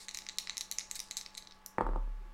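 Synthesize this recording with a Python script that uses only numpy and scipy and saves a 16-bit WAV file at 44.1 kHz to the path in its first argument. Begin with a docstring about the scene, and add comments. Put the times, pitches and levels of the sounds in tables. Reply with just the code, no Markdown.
"""A small workroom with a faint fan hum, heard through one close microphone.
Two dice are shaken in a cupped hand. They clack and slide against each other, and each hit rings
both the dice and the hollow of the hand. Then they drop into a felt tray and land with dull knocks
that leave low and middle tones lingering and set the microphone stand swaying."""
import sys
import numpy as np
from scipy import signal
from scipy.fft import rfft, irfft
from scipy.io import wavfile

SR = 44100
rng = np.random.default_rng(int(sys.argv[2]) if len(sys.argv) > 2 else 0)


def to_wav(s):
    """Save 16-bit WAV."""
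    ch = np.atleast_2d(s).T  # columns
    pcm = np.round(np.clip(ch, -1, 1) * 32767)  # PCM
    wavfile.write(sys.argv[1], SR, pcm.astype(np.int16))


N = 103061

SNAP_TOP_HZ = 12200  # treble limit of the snaps and grazes


def clacks():
    """Each hit rings the dice and the hand's hollow; returns the direct sound and what the room hears."""
    # die hits die: start_s, level_db, pitch_hz, hollow_db, body_db, snap_db (last three added to level_db)
    hits = [(0.0842, -18.5, 7220, -3.5, -2, -18), (0.0907, -22, 6450, -6, 3, -7.5),
            (0.1111, -26.5, 6060, -9, 0, -10), (0.1464, -15.5, 5900, -10, -1.5, -4),
            (0.1512, -30, 6150, 3, 2, -18), (0.1725, -14.5, 6300, -11.5, -10, -9),
            (0.1877, -18.5, 5230, -9, -5, -7), (0.2202, -30.5, 5860, -3, 1, -17),
            (0.2659, -23, 5350, -1, -6.5, -20), (0.2881, -16.5, 6910, -9, 0.5, -18),
            (0.295, -24, 6300, -2, 4.5, -16), (0.3848, -10.5, 5970, -14, 2, -3),
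            (0.3885, -18.5, 5470, -7.5, 2, -5), (0.4726, -18.5, 4900, -1.5, -5.5, -21),
            (0.4961, -15.5, 6730, -1.5, 3.5, -33), (0.5061, -31, 5800, 3, 9, -10),
            (0.57, -15.5, 5980, -14, 0, -11), (0.5794, -11.5, 5980, -13.5, -11, -6),
            (0.6093, -13.5, 6220, -15.5, 0, -8), (0.6143, -22.5, 6300, -9, 2.5, -8),
            (0.7137, -11, 6430, -16.5, -5.5, -4), (0.7224, -19, 6500, -13, 0.5, -4),
            (0.7852, -6, 6180, -14, -30, -14.5), (0.7945, -19, 6500, -8.5, -7, -12),
            (0.8056, -33, 6340, 0, 8.5, -9), (0.8101, -22.5, 4680, -6, -7, -21),
            (0.9123, -9.5, 7280, -14.5, -11.5, -11.5), (0.9482, -29, 5820, -28, -3, -11),
            (0.9558, -21, 6500, -23, -2.5, 1.5), (0.9928, -15, 5820, -14, -11, -9),
            (1.002, -13.5, 5360, -15.5, -6.5, -4.5), (1.1108, -14, 7040, -10, -3, -12),
            (1.1177, -27, 6300, -8, 1.5, -9), (1.1693, -11.5, 6780, -37, -3, -5.5),
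            (1.1745, -19, 6470, -28, -0.5, -15), (1.177, -26, 6710, -15, -2, 0),
            (1.2116, -20.5, 5700, -8.5, -2, -9), (1.262, -19, 4950, -9.5, -11, -18.5),
            (1.3507, -26.5, 7400, -10, 1, -19), (1.3782, -24, 5800, -32, 6, -2.5),
            (1.4239, -35.5, 5540, -7, 7, -12), (1.4724, -30, 5370, -14, 4.5, -32),
            (1.51, -34, 5550, -15, 2.5, -25), (1.5223, -29, 4900, -23, -8, -30),
            (1.6617, -25, 6070, -17, -9.5, 7)]
    # the bright clack: pitch_ratio, level_db, fade_s (time to fall by 60 dB)
    clack_tones = [(.9, 0.5, 0.0053), (1.0, -2.5, 0.009), (1.09, -1.5, 0.01)]
    # the hollow of the hand: pitch_hz, level_db, fade_s
    hollow_tones = [(1220, -7, 0.0103), (1935, 4, 0.006), (2420, 0.5, 0.0019)]
    # the body of the dice: pitch_hz, level_db, fade_s
    body_tones = [(3940, 5, 0.0095), (4480, 0, 0.011)]
    detune = 0.017
    room_fade_ratio = 0.73  # the room hears the hand from all sides, which blurs and shortens its tones
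    direct, to_room, snaps = np.zeros((3, N))
    for start_s, db, hz, hollow_db, body_db, snap_db in hits:
        add(snaps, start_s, from_db(db + snap_db) * snap(snap_db))
        parts = ((clack_tones, hz, 0, 0),
                 (hollow_tones, 1, hollow_db, detune),
                 (body_tones, 1, body_db, detune))
        for tones, pitch, part_db, part_detune in parts:
            gain = from_db(db + part_db)
            blurred = np.array(tones) * [1, 1, room_fade_ratio]
            add(direct, start_s, gain * ring(tones, .02, pitch, part_detune))
            add(to_room, start_s, gain * ring(blurred, .02, pitch, part_detune))
    ringing = filtered(np.array([direct, to_room]), hz=8600, kind="low", order=4)
    return filtered(ringing + snaps, hz=1290, kind="high")


def snap(snap_db):
    """A sharp click scatters among the fingers; a higher snap_db makes it brighter."""
    t = np.arange(int(.03 * SR)) / SR
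    scatter = 1.1 * unit(rng.standard_normal(len(t)) * fade(t, fade_s=.007))
    click = filtered((t == 0) + scatter, hz=5500, kind="high")
    top_hz = SNAP_TOP_HZ * 2 ** (snap_db / 55)  # one octave per 55 dB
    return unit(filtered(click, top_hz, "low", order=3))


def wash_and_scrapes():
    """A soft opening wash, like a clack's fading echo, then short grainy scrapes of die on die."""
    # the opening wash (first row), then the scrapes: start_s, length_s, level_db
    bursts = [(0.0, 0.06, -52.5), (0.141, .02, -51), (0.396, .008, -46), (.953, 0.021, -41),
              (1.172, 0.024, -44.5), (1.372, 0.018, -45.5)]
    # their tone colour: pitch_hz, level_db
    colour = [(1000, -30), (2100, 0), (3000, -11.5), (3950, 4.5), (4900, 2), (6200, 0), (8000, 1.5),
              (11000, -10), (16000, -28)]
    level = np.zeros(N)
    for start_s, length_s, db in bursts:
        progress = np.linspace(0, 1, int(length_s * SR))
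        swell = np.sqrt(np.abs(np.sin(np.pi * np.sqrt(progress))))
        add(level, start_s, from_db(db) * swell)
    steps = np.arange(0, N, 32)
    grain_db = np.interp(np.arange(N), steps, rng.standard_normal(len(steps)))
    return level * np.sqrt(N) * unit(noise(colour) * from_db(grain_db))


def landings():
    """The dice tumble in the tray; each cushioned knock brushes the felt and leaves lingering tones."""
    # die hits tray: start_s, level_db, thud_db, slap_db (last two added to level_db)
    hits = [(1.783, -4.5, -1.5, -7.5), (1.8083, -2.5, -5, -15), (1.8206, -23.5, 8, -27),
            (1.833, -42, 11, -21), (1.85, -60, -7, -9), (1.8654, -10, -7.5, -21), (1.8896, -21, 8, -12.5),
            (1.915, -36, 12, -8), (1.9335, -22, -4, -14), (1.9595, -13.5, -2, -43), (1.975, -31, 4, -24),
            (2.0749, -38.5, 8.5, -10)]
    # the tray's middle knock: pitch_hz, level_db, fade_s
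    knock_tones = [(880, 2, 0.016), (1285, -1, 0.0078), (913, -17, 0.046)]
    # the tray's low thud: pitch_hz, level_db, fade_s
    thud_tones = [(210, -3, 0.012), (350, 1, 0.015), (560, -4.5, 0.0046)]
    # the tray's high slap: pitch_hz, level_db, fade_s
    slap_tones = [(1844, 10, 0.0065), (2220, -6, 0.0014)]
    # low and middle tones that linger after the knocks: pitch_hz, level_db, fade_s
    lingering_tones = [(155, -15, 0.66), (262, 8, 0.52), (350, 7.5, 0.37), (398, -4, 0.25), (481, 14, 0.22),
                       (542, 10.5, 0.43), (565.6, -1, 0.6), (780, -12, 0.84), (816, -19, 0.6),
                       (840, -3, .25), (950, -4, 0.2), (960, -14, 0.52), (1105, -19, 0.3),
                       (1160, -12, 0.88)]
    # tone colour of a corner brushing the felt: pitch_hz, level_db
    brush_colour = [(1500, 4), (2700, 9), (4500, 2.5), (6200, -8), (8500, 1), (11000, -12), (15000, -18)]
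    tray, brush_level, blows = np.zeros((3, N))
    brush_shape = unit(fade(np.arange(SR // 20) / SR, fade_s=0.033))
    for start_s, db, thud_db, slap_db in hits:
        knock, thud, slap = (ring(tones, length_s=.06, detune=0.0037)
                             for tones in (knock_tones, thud_tones, slap_tones))
        add(tray, start_s, -from_db(db) * (knock + from_db(thud_db) * thud + from_db(slap_db) * slap))
        add(brush_level, start_s, from_db(db - 27.5) * brush_shape)
        add(blows, start_s, from_db([db]))
    lingering = from_db(-9.5) * signal.fftconvolve(blows, ring(lingering_tones, length_s=1))[:N]
    cushioned = filtered(tray + lingering, hz=2460, kind="low", order=4)  # felt softens the treble
    knocks = filtered(cushioned, hz=121, kind="high")
    return knocks + brush_level * np.sqrt(N) * unit(noise(brush_colour))


def stand_sway():
    """Shaken through the table, the microphone stand builds up a deep tone that dies away."""
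    start_s, rise_s, pitch_hz, peak_db = 1.818, 0.11, 34.9, -29
    t = np.maximum(np.arange(N) / SR - start_s, 0)
    swell = t / rise_s * np.exp(1 - t / rise_s)
    return from_db(peak_db) * swell * np.sin(2 * np.pi * pitch_hz * t)


def hand_rustle():
    """The shaking hand rubs softly and the dice graze each other, until the hand opens."""
    # the low rub of the hand: pitch_hz, level_db (per Hz)
    rub_colour = [(40, -115), (110, -100), (230, -102), (400, -99), (700, -106), (1200, -108), (3000, -125)]
    # a tiny graze: pitch_hz, level_db, fade_s
    graze_tones = [(4100, -1, .004), (5500, 0, 0.0027), (7300, -2, 0.0035), (9700, -7.5, .002)]
    grazes_per_s, graze_db, spread_db = 86, -41, 2.5
    end_s, fade_out_s = 1.65, 0.37
    touches = (rng.random(N) < grazes_per_s / SR) * from_db(graze_db + spread_db * rng.standard_normal(N))
    grazes = signal.fftconvolve(touches, ring(graze_tones, length_s=.02))[:N]
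    shaking = np.clip((end_s - np.arange(N) / SR) / fade_out_s, 0, 1)
    return (noise(rub_colour) + filtered(grazes, SNAP_TOP_HZ, "low")) * shaking


def bumps():
    """Two faint, low bumps are heard once the dice rest."""
    # soft swells of one tone each: start_s, length_s, pitch_hz, level_db
    swells = [(2.202, 0.029, 385, -65), (2.248, 0.036, 350, -64)]
    out = np.zeros(N)
    for start_s, length_s, hz, db in swells:
        t = np.arange(int(length_s * SR)) / SR
        swell = np.sin(np.pi * t / length_s)
        add(out, start_s, from_db(db) * np.sqrt(2) * swell * np.sin(2 * np.pi * hz * t))
    return out


def room_echo(x):
    """Sound from one spot bounces around the room; each band of pitch fades at its own pace."""
    # the room's echo: pitch_hz, level_db (against the direct sound), fade_s
    echo_bands = [(148, 0, 0.49), (426, -8, 0.22), (1020, -7, 0.36), (2050, -7.5, 0.34), (4760, -8.5, 0.3),
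                  (8600, -8.5, 0.3), (13000, -7.5, 0.19)]
    gap_s, build_s = 0.001, 0.0052
    t = np.arange(SR // 3) / SR
    build_up = np.clip((t - gap_s) / build_s, 0, 1)
    edges_hz = np.geomspace(90, 18000, 10)
    spectrum = rfft(rng.standard_normal(len(t)))
    bins_hz = np.arange(len(t) // 2 + 1) * SR / len(t)
    tail = 0
    for low, high in zip(edges_hz, edges_hz[1:]):
        hz = np.sqrt(low * high)
        shape = build_up * fade(t, at_hz(echo_bands, hz, column=2))
        band = irfft(spectrum * (bins_hz >= low) * (bins_hz < high), len(t))
        gain = from_db(at_hz(echo_bands, hz)) * np.sqrt(2 * (high - low) / SR)
        tail = tail + gain * unit(band * shape)
    return signal.fftconvolve(x, tail)[:N]


def moving_echo(x, spots=5, step_s=.06):
    """The hand keeps moving, so its sound blends from one spot's echo into the next."""
    position = np.arange(N) / SR / step_s
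    shares = (np.sin(np.pi / 2 * np.minimum((position - k) % spots, 2)) for k in range(spots))
    return sum(room_echo(x * share) for share in shares)


def fan():
    """A fan makes a soft rush of air with a few steady tones."""
    # the rush of air: pitch_hz, level_db (per Hz)
    air_colour = [(20, -79.5), (35, -83), (60, -95), (120, -99), (190, -100), (300, -100), (600, -99),
                  (1100, -96.5), (1600, -101), (2300, -104), (4000, -111), (8000, -119), (16000, -124)]
    # the fan's hum: pitch_hz, level_db
    hum_tones = [(192, -71.5), (859, -69.5), (1141, -74.5), (1683, -77.5), (1929, -87.5)]
    t = np.arange(N) / SR
    air = noise(air_colour)
    hum = sum(np.sqrt(2) * from_db(db) * np.sin(2 * np.pi * (hz * t + rng.random())) for hz, db in hum_tones)
    return air + hum


def ring(tones, length_s, pitch=1, detune=0):
    """A struck object rings with fading tones, a little different at each blow; energy one."""
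    t = np.arange(int(length_s * SR)) / SR
    out = 0
    for k, (hz, db, fade_s) in enumerate(tones):
        hz = hz * pitch * (1 + detune * rng.normal())
        tone = unit(np.sin(2 * np.pi * hz * t) * fade(t, fade_s))
        out = out + (-1) ** k * from_db(db + rng.normal()) * tone  # every other tone is flipped
    return unit(out)


def noise(colour):
    """Noise whose level at each pitch follows a table."""
    gains = from_db(at_hz(colour, np.arange(N // 2 + 1) * SR / N))
    return irfft(rfft(rng.standard_normal(N)) * gains, N) * np.sqrt(SR / 2)


def fade(t, fade_s):
    """A level that falls by 60 dB every fade_s seconds."""
    return np.exp(-np.log(1000) * t / fade_s)


def from_db(db):
    """Turn decibels into a gain."""
    return 10 ** (np.asarray(db) / 20)


def unit(x):
    """Scale to an energy of one."""
    return x / np.sqrt(np.sum(x ** 2) + 1e-20)


def at_hz(table, hz, column=1):
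    """Read a table's column at any pitch, blending between rows."""
    rows = np.array(table)
    return np.interp(np.log(np.maximum(hz, 1)), np.log(rows[:, 0]), rows[:, column])


def filtered(x, hz, kind, order=2):
    """Keep what lies below ("low") or above ("high") a pitch."""
    return signal.sosfilt(signal.butter(order, np.clip(hz, 10, SR * .45), kind, fs=SR, output="sos"), x)


def add(out, start_s, x):
    """Mix a sound in at a given time."""
    i = max(int(start_s * SR), 0)
    out[i:i + len(x)] += x[:N - i]


def scene():
    """Dice in the hand, dice in the tray and the background, in one channel."""
    direct, to_room = clacks() + wash_and_scrapes()
    knocks = landings()
    hand = direct + moving_echo(to_room) + hand_rustle()
    tray = knocks + room_echo(knocks) + stand_sway()
    return (hand + tray + bumps() + fan())[None]


def record(dry):
    """Treble above 16000 Hz is cut steeply."""
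    return signal.sosfilt(signal.ellip(10, .1, 80, 16000, fs=SR, output="sos"), dry)


dry = scene()
out = record(dry)
to_wav(out)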